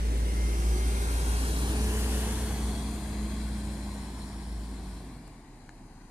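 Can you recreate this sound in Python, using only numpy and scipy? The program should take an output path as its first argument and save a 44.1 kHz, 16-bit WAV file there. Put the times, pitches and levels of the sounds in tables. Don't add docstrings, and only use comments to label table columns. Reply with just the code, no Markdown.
import sys
import numpy as np
from scipy import signal
from scipy.fft import rfft, irfft
from scipy.io import wavfile
from scipy.ndimage import uniform_filter1d, map_coordinates

SR = 44100
rng = np.random.default_rng(int(sys.argv[2]) if len(sys.argv) > 2 else 0)


def attenuation_scalar(level_db):
    decades = np.asarray(level_db, float) / 20
    return 10 ** decades


def dump(signal):
    limited = np.clip(np.atleast_2d(signal).T, -1, 1)
    pcm = np.round(limited * 32767).astype(np.int16)
    wavfile.write(sys.argv[1], SR, pcm)


N = 269010
TIME = np.arange(N) / SR

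# [time_s, firing_hz, level_db]
FIRING = [(0, 56.2, -27.5), (.3, 56.5, -25.5), (1.2, 57.4, -27.7), (1.5, 58.7, -27.4), (1.8, 59.9, -29),
          (2.15, 60.4, -29.2), (2.7, 59.7, -32.1), (3, 59.05, -35.8), (3.5, 59.2, -34), (3.8, 58.1, -37.6),
          (4.3, 56.85, -41.5), (4.55, 55.65, -37), (4.8, 54.5, -38.7), (5, 52.1, -43), (5.15, 48, -45.5),
          (5.35, 40.6, -52), (5.6, 35.7, -54), (6.1, 32.5, -51.5)]
# [multiple of firing rate, under_firing_db]
UNEVEN_ORDERS = [(0.752, -23), (1.25, -25), (1.75, -34), (2, -25.5), (2.5, -26), (3, -26), (4, -28.5)]
# [nearest_db, share of distance loss, from_behind_db, lift_off_db, corner_db]
BAY_LAYERS = [
    (-38, 0.89, 1.05, -12, 3.5),
    (-44.5, 0.98, 0.9, -4.5, 0.5),
    (-46, 1.2, -2, -8, 2),
    (-45, 1.14, -6, -11, -1.5),
]
# [freq_hz, level_db]
RUMBLE_SPECTRUM = [(41, -32), (70, -5), (85, -7), (107, -10), (161, -10), (215, -12), (258, -11.5),
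                   (321, -11.5), (531, -33.5), (620, -25), (810, -32), (1360, -120)]
ROAR_SPECTRUM = [(280, -4.5), (480, 0.5), (603, -7.5), (1060, -6), (1230, -9), (1540, -7.5), (2190, -13),
                 (2800, -27), (3640, -20), (6160, -120)]
CLATTER_SPECTRUM = [(1350, 1), (2300, 3), (3040, 3.5), (3280, -1.5), (5070, -2), (7600, -8), (9880, -3),
                    (16700, -120)]
INTAKE_SPECTRUM = [(4000, -6.5), (6800, -2.5), (7600, -3), (9320, -1), (11500, -7.5), (13700, -12),
                   (14200, -9.5)]
# [multiple of shaft rate, under_rumble_db]
COMPRESSOR_LINES = [(2, -11), (3, -16), (6, -14)]
# [start_s, hold_s, level_db, rise_db_per_s, fall_db_per_s]
FAN_SWELLS = [
    [(.3, .01, -45.5, 43, 11), (1.38, 0.0091, -46, 60, 40), (1.72, 1.85, -40, 54, 8.5),
     (4.9, 0.17, -51.5, 20, 25)],
    [(.3, 0.0091, -64, 60, 32), (1.75, .25, -42, 28, 26), (3, 0.24, -47.5, 30, 19),
     (5.15, .01, -52.5, 18, 80)],
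    [(.7, 0.63, -53, 7, 30), (1.7, 0.54, -43, 25, 14.5), (3.7, 0.47, -59, 36, 24), (5, .15, -59.5, 34, 38)],
]
# [start_s, hold_s, level_db, rise_db_per_s, fall_db_per_s]
PUMP_SWELLS = [
    [(.4, .14, -53.5, 70, 140), (.79, .31, -52, 120, 45), (2.4, .01, -66, 12, 10)],
    [(.55, .35, -60, 30, 50), (1.1, .5, -62, 40, 50), (2.1, .7, -64, 30, 20)],
    [(1.2, .15, -66, 40, 30)],
]
# [time_s, pitch_hz]
TURBO_PITCH = [(.6, 5840), (1.1, 6190), (1.9, 6740), (2.55, 7020), (3.1, 7090), (4.3, 7030)]
# [start_s, hold_s, level_db, rise_db_per_s, fall_db_per_s]
TURBO_SWELLS = [(.73, .08, -61, 200, 100), (1.08, .04, -63, 40, 20), (1.9, .01, -65, 35, 30),
                (2.55, .6, -68, 25, 24), (3.7, .2, -73, 14, 20)]
AXLE_SWELLS = [(.45, .15, -48, 100, 60), (.79, .02, -42, 60, 150), (.93, .12, -46, 60, 90)]
VALVE_SWELLS = [(.76, .14, -58, 200, 60), (1, .3, -63, 60, 100)]
# [freq_hz, level_db]
STREET_SPECTRUM = [(20, -40), (34, -10), (52, -7), (75, -21), (125, -9.5), (190, -15.5), (266, -11.5),
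                   (529, -32), (764, -27), (1380, -33), (1760, -29), (3340, -49), (6030, -41),
                   (14200, -60.5)]
# [start_s, peak_db, ring_hz, second_ring_hz, crack share]
CASE_TICKS = [
    (5.2772, -42, 7500, 9300, .4),
    (5.2808, -38, 240, 1100, .01),
    (5.282, -51, 8500, 12500, .3),
    (5.6917, -41, 900, 7200, .02),
    (5.692, -35, 1750, 4200, .02),
    (5.6933, -37, 1780, 6900, .02),
]
# [time_s, left_lag_samples, left_treble_lean_db]
CAMERA_TURN = [(0, 21, -2), (.6, 17, 0), (1, 16, 9), (1.5, 12, 10), (2, 5.5, 12.5), (2.75, 0.5, 8.5),
               (3.3, -0.7, 7), (4.5, 1.5, 6), (5.5, -3.5, 7.5), (6.1, -4.5, 13)]
# [centre_hz, width_hz, level_db]
LEFT_AIMED = [(484, 68, -7), (1373, 150, -4.5), (1700, 250, -2), (2860, 840, -1), (4070, 195, 11.5),
              (4690, 290, 7), (6130, 400, 2), (7120, 160, 6), (9500, 950, 3.5)]
RIGHT_AIMED = [(503, 79, -9.5), (1290, 89, -11), (1770, 400, -8.5), (2330, 260, -0.5), (3310, 79, 5.5),
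               (6240, 470, 2.5), (7000, 120, -2), (8100, 450, 7.5)]
LEFT_BESIDE = [(1940, 230, -1), (3860, 50, 6), (4140, 120, 0), (6900, 740, -2), (9450, 460, 0)]
RIGHT_BESIDE = [(666, 31, -4), (3400, 110, 0.5), (4260, 100, 7), (5900, 500, 1.5), (6900, 300, -1)]
# [centre_hz, width_hz, lag_rad]
CASE_TWIST = [(2150, 510, 1), (7100, 700, -1.1)]
# [freq_hz, likeness 0-1]
PORT_LIKENESS = [(60, .999), (200, 1), (450, 0.95), (850, 0.97), (1250, .62), (1800, 0.52), (3400, 0.42),
                 (6000, 0.25), (12000, .03)]
# [centre_s, length_s, centre_hz, width_hz, level_db]
PASSING_ECHOES = [(.1, .25, 137, 40, -0.5), (.1, 0.22, 393, 80, 3.5), (.3, 0.37, 3480, 110, 0),
                  (1.3, 0.98, 157, 35, -1), (1.45, 0.25, 2090, 80, -4), (1.2, 0.23, 3030, 100, -7),
                  (4.3, 0.38, 5480, 120, 9.5), (5.5, 0.23, 180, 40, -4)]
# [time_s, first_dip_hz, second_dip_hz]
ROAD_DIPS = [(2.3, 2600, 4950), (2.8, 2900, 5250), (3.4, 2950, 6000), (4.5, 2750, 6200), (5, 2900, 6400),
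             (5.6, 3500, 5800), (6.1, 3450, 5650)]

PASS_S, KERB_M, SPEED_MPS, GAIN_MPS2 = 1.92, 3.34, 2.91, 0.6
CORNER_S, CORNER_LASTS_S = 1.75, .07
BEHIND_S, BEHIND_TAKES_S = 2.43, 0.34
LIFT_S, LIFT_TAKES_S, FAN_LIFT_DB = 5.01, 0.45, -8
SPOOL_S, SPOOL_DB = 0.69, -4
AXLE_HZ, AXLE_HZ_PER_S = 280, 111
VALVE_HZ, VALVE_HZ_PER_S = 7600, 1200
COMPRESSOR_RATIO, FAN_RATIO, PUMP_RATIO = .76, 3.547, 56 / 3
STREET_DB = -51
TICK_T60_S, TICK_CYCLES, OVERTONE_DB = .004, 4, -8
AIM_BESIDE, AIM_BEHIND = 0.29, 1
DIP_DB, DIP_WIDTH, DIP_S, DIP_TAKES_S = -6, .036, 2.25, .15
BAND_TOP_HZ = 14292


def unit(x):
    return x / np.sqrt(np.mean(x ** 2) + 1e-20)


def along(points, hz):
    f, v = np.transpose(points)
    return np.interp(np.log(hz + 1), np.log(f + 1), v)


def curves(rows, t=TIME):
    s, *columns = np.transpose(rows)
    return [np.interp(t, s, column) for column in columns]


def bell(x, centre, width):
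    return np.exp(-.5 * ((x - centre) / width) ** 2)


def step(s, takes, t=TIME):
    return np.clip((t - s) / takes, 0, 1)


def swells(rows):
    levels = []
    for start, hold, db, rise, fall in rows:
        before = np.maximum(start - TIME, 0)
        after = np.maximum(TIME - start - hold, 0)
        levels.append(db - rise * before - fall * after)
    return np.max(levels, axis=0)


def wobble(rate):
    return map_coordinates(rng.standard_normal(int(N * rate / SR) + 4), [TIME * rate])


def tone(hz, db, blur_hz, shake_db):
    turns = np.cumsum(hz + blur_hz * wobble(25)) / SR
    level = np.sqrt(2) * attenuation_scalar(db + shake_db * wobble(14))
    return level * np.sin(2 * np.pi * (turns + rng.random()))


def drift(shape, bands, frames):
    field = uniform_filter1d(rng.standard_normal(shape), size=bands, axis=-2)
    return unit(uniform_filter1d(field, size=frames, axis=-1))


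def rush(spectrum, patchy_db):
    hz, _, z = signal.stft(rng.standard_normal((2, N)), SR, nperseg=2048, noverlap=1792)
    patches = patchy_db * drift(z.shape[1:], bands=24, frames=7)
    z = z * attenuation_scalar(along(spectrum, hz)[:, None] + patches)
    return unit(signal.istft(z, SR, nperseg=2048, noverlap=1792)[1][:, :N])


def exhaust():
    hz, db = curves(FIRING)
    orders = sum(tone(k * hz, db + under_db, blur_hz=0.38, shake_db=0.5) for k, under_db in UNEVEN_ORDERS)
    return tone(hz, db, blur_hz=0.17, shake_db=1.05) + orders


def bay_levels():
    since = TIME - PASS_S
    along_road_m = since * (SPEED_MPS + GAIN_MPS2 * since / 2)
    spread_db = -10 * np.log10(1 + (along_road_m / KERB_M) ** 2)
    behind = step(BEHIND_S, BEHIND_TAKES_S)
    lifted = step(LIFT_S, LIFT_TAKES_S)
    corner = bell(TIME, CORNER_S, CORNER_LASTS_S)
    return [db + share * spread_db + behind_db * behind + lift_db * lifted + corner_db * corner
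            for db, share, behind_db, lift_db, corner_db in BAY_LAYERS]


def engine_bay():
    rumble_db, roar_db, clatter_db, hiss_db = bay_levels()
    beat = np.cos(2 * np.pi * np.cumsum(curves(FIRING)[0]) / SR)
    surge = wobble(4.84)
    rumble_db = rumble_db - 1.6 + 1.5 * beat + .3 * wobble(8)
    roar_db = roar_db + 5 + 0.33 * beat + 0.45 * surge
    clatter_db = clatter_db + 1 + .4 * beat + .5 * surge + .45 * wobble(35)
    unspooled_db = SPOOL_DB * (1 - step(0, SPOOL_S))
    hiss_db = hiss_db + unspooled_db + 3.5 + 0.23 * surge + .45 * wobble(35)
    rumble = attenuation_scalar(rumble_db) * rush(RUMBLE_SPECTRUM, patchy_db=.4)
    roar = attenuation_scalar(roar_db) * rush(ROAR_SPECTRUM, patchy_db=0.08)
    clatter = attenuation_scalar(clatter_db) * rush(CLATTER_SPECTRUM, patchy_db=1.74)
    hiss = attenuation_scalar(hiss_db) * rush(INTAKE_SPECTRUM, patchy_db=1)
    return rumble + roar + clatter + hiss


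def fan():
    hz = FAN_RATIO * curves(FIRING)[0]
    first_db, half_db, second_db = map(swells, FAN_SWELLS)
    first = tone(hz, first_db, blur_hz=.3, shake_db=.7)
    second = tone(2 * hz, second_db, blur_hz=.6, shake_db=1.3)
    half = tone(3 / 2 * hz, half_db - 4, blur_hz=2.81, shake_db=3)
    lift_db = FAN_LIFT_DB * step(LIFT_S + LIFT_TAKES_S / 2, LIFT_TAKES_S)
    return attenuation_scalar(lift_db) * (first + second + half)


def compressor():
    hz = COMPRESSOR_RATIO * curves(FIRING)[0]
    rumble_db = bay_levels()[0]
    return sum(tone(k * hz, rumble_db + under_db, blur_hz=0.49, shake_db=1.5)
               for k, under_db in COMPRESSOR_LINES)


def whines():
    mesh_hz = PUMP_RATIO * curves(FIRING)[0]
    pump = sum(tone(k * mesh_hz, swells(rows), blur_hz=3, shake_db=1)
               for k, rows in zip((2, 3, 5), PUMP_SWELLS))
    turbo = tone(curves(TURBO_PITCH)[0], swells(TURBO_SWELLS), blur_hz=45, shake_db=3.5)
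    axle_hz = AXLE_HZ + AXLE_HZ_PER_S * TIME
    axle = (1 + wobble(45) / 4) * tone(axle_hz, swells(AXLE_SWELLS), blur_hz=7, shake_db=1)
    valve_hz = VALVE_HZ + VALVE_HZ_PER_S * TIME
    valve = tone(valve_hz, swells(VALVE_SWELLS), blur_hz=120, shake_db=4)
    return attenuation_scalar(2) * (pump + turbo + axle + valve)


def ticks():
    out, t = np.zeros(N), np.arange(SR // 50) / SR

    def dying(hz):
        return attenuation_scalar(-60 * t / (TICK_T60_S + TICK_CYCLES / hz))

    for s, db, low_hz, high_hz, rough in CASE_TICKS:
        crack = rough * np.diff(rng.standard_normal(len(t) + 1))
        low = dying(low_hz) * (np.sin(2 * np.pi * low_hz * t) + crack)
        high = attenuation_scalar(OVERTONE_DB) * dying(high_hz) * np.sin(2 * np.pi * high_hz * t)
        onset = 1 - np.exp(-t / 0.0002)
        out[round(s * SR):][:len(t)] -= attenuation_scalar(db) * onset * (low + high)
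    return out * attenuation_scalar([[2.5], [-2.5]])


def street():
    return attenuation_scalar(STREET_DB + .3 * wobble(3)) * rush(STREET_SPECTRUM, patchy_db=.3)


def echoes(hz, t):
    ripple = 1.69 * drift((2, len(hz), len(t)), bands=4, frames=70) * (hz > 500)
    passing = sum(db * bell(t, s, life) * bell(hz, c, w) for s, life, c, w, db in PASSING_ECHOES)
    dips = sum(bell(hz, dip_hz, DIP_WIDTH * dip_hz) for dip_hz in curves(ROAD_DIPS, t))
    return ripple + passing + DIP_DB * step(DIP_S, DIP_TAKES_S, t) * dips


def ports(shared, scattered):
    hz, t, (a, b) = signal.stft(np.array([shared, scattered]), SR, nperseg=1024, noverlap=768)
    hz = hz[:, None]
    lag, lean_db = curves(CAMERA_TURN, t)
    aim = AIM_BESIDE + (AIM_BEHIND - AIM_BESIDE) * step(BEHIND_S, BEHIND_TAKES_S, t)

    def colour(port):
        return sum(height * bell(hz, centre, width) for centre, width, height in port)

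    detour = 1 - 0.24 / (1 + (hz / 900) ** 4)
    delay = np.exp(-1j * np.pi * hz * detour * lag / SR)
    delay = delay * np.exp(-.5j * aim ** 2 * colour(CASE_TWIST))
    shadow_db = lean_db / 2 / (1 + (7600 / (hz + 1)) ** 8)
    left_echo_db, right_echo_db = echoes(hz, t)
    left_db = aim * colour(LEFT_AIMED) + (1 - aim) * colour(LEFT_BESIDE) + shadow_db + left_echo_db
    right_db = aim * colour(RIGHT_AIMED) + (1 - aim) * colour(RIGHT_BESIDE) - shadow_db + right_echo_db
    turn = np.arccos(along(PORT_LIKENESS, hz)) / 2
    left = (np.cos(turn) * a + np.sin(turn) * b) * delay * attenuation_scalar(left_db)
    right = (np.cos(turn) * a - np.sin(turn) * b) / delay * attenuation_scalar(right_db)
    return signal.istft(np.array([left, right]), SR, nperseg=1024, noverlap=768)[1][:, :N]


def scene():
    shared, scattered = engine_bay() + street()
    bus_lines = exhaust() + fan() + compressor() + whines()
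    return ports(shared + bus_lines, scattered) + ticks()


def roll_off(x):
    return signal.sosfilt(signal.butter(12, 14292, fs=SR, output="sos"), x)


def record(dry):
    in_band = np.fft.rfftfreq(N, 1 / SR) < BAND_TOP_HZ
    kept = irfft(rfft(dry) * in_band, N)
    return roll_off(kept)


dry = scene()
out = record(dry)
dump(out)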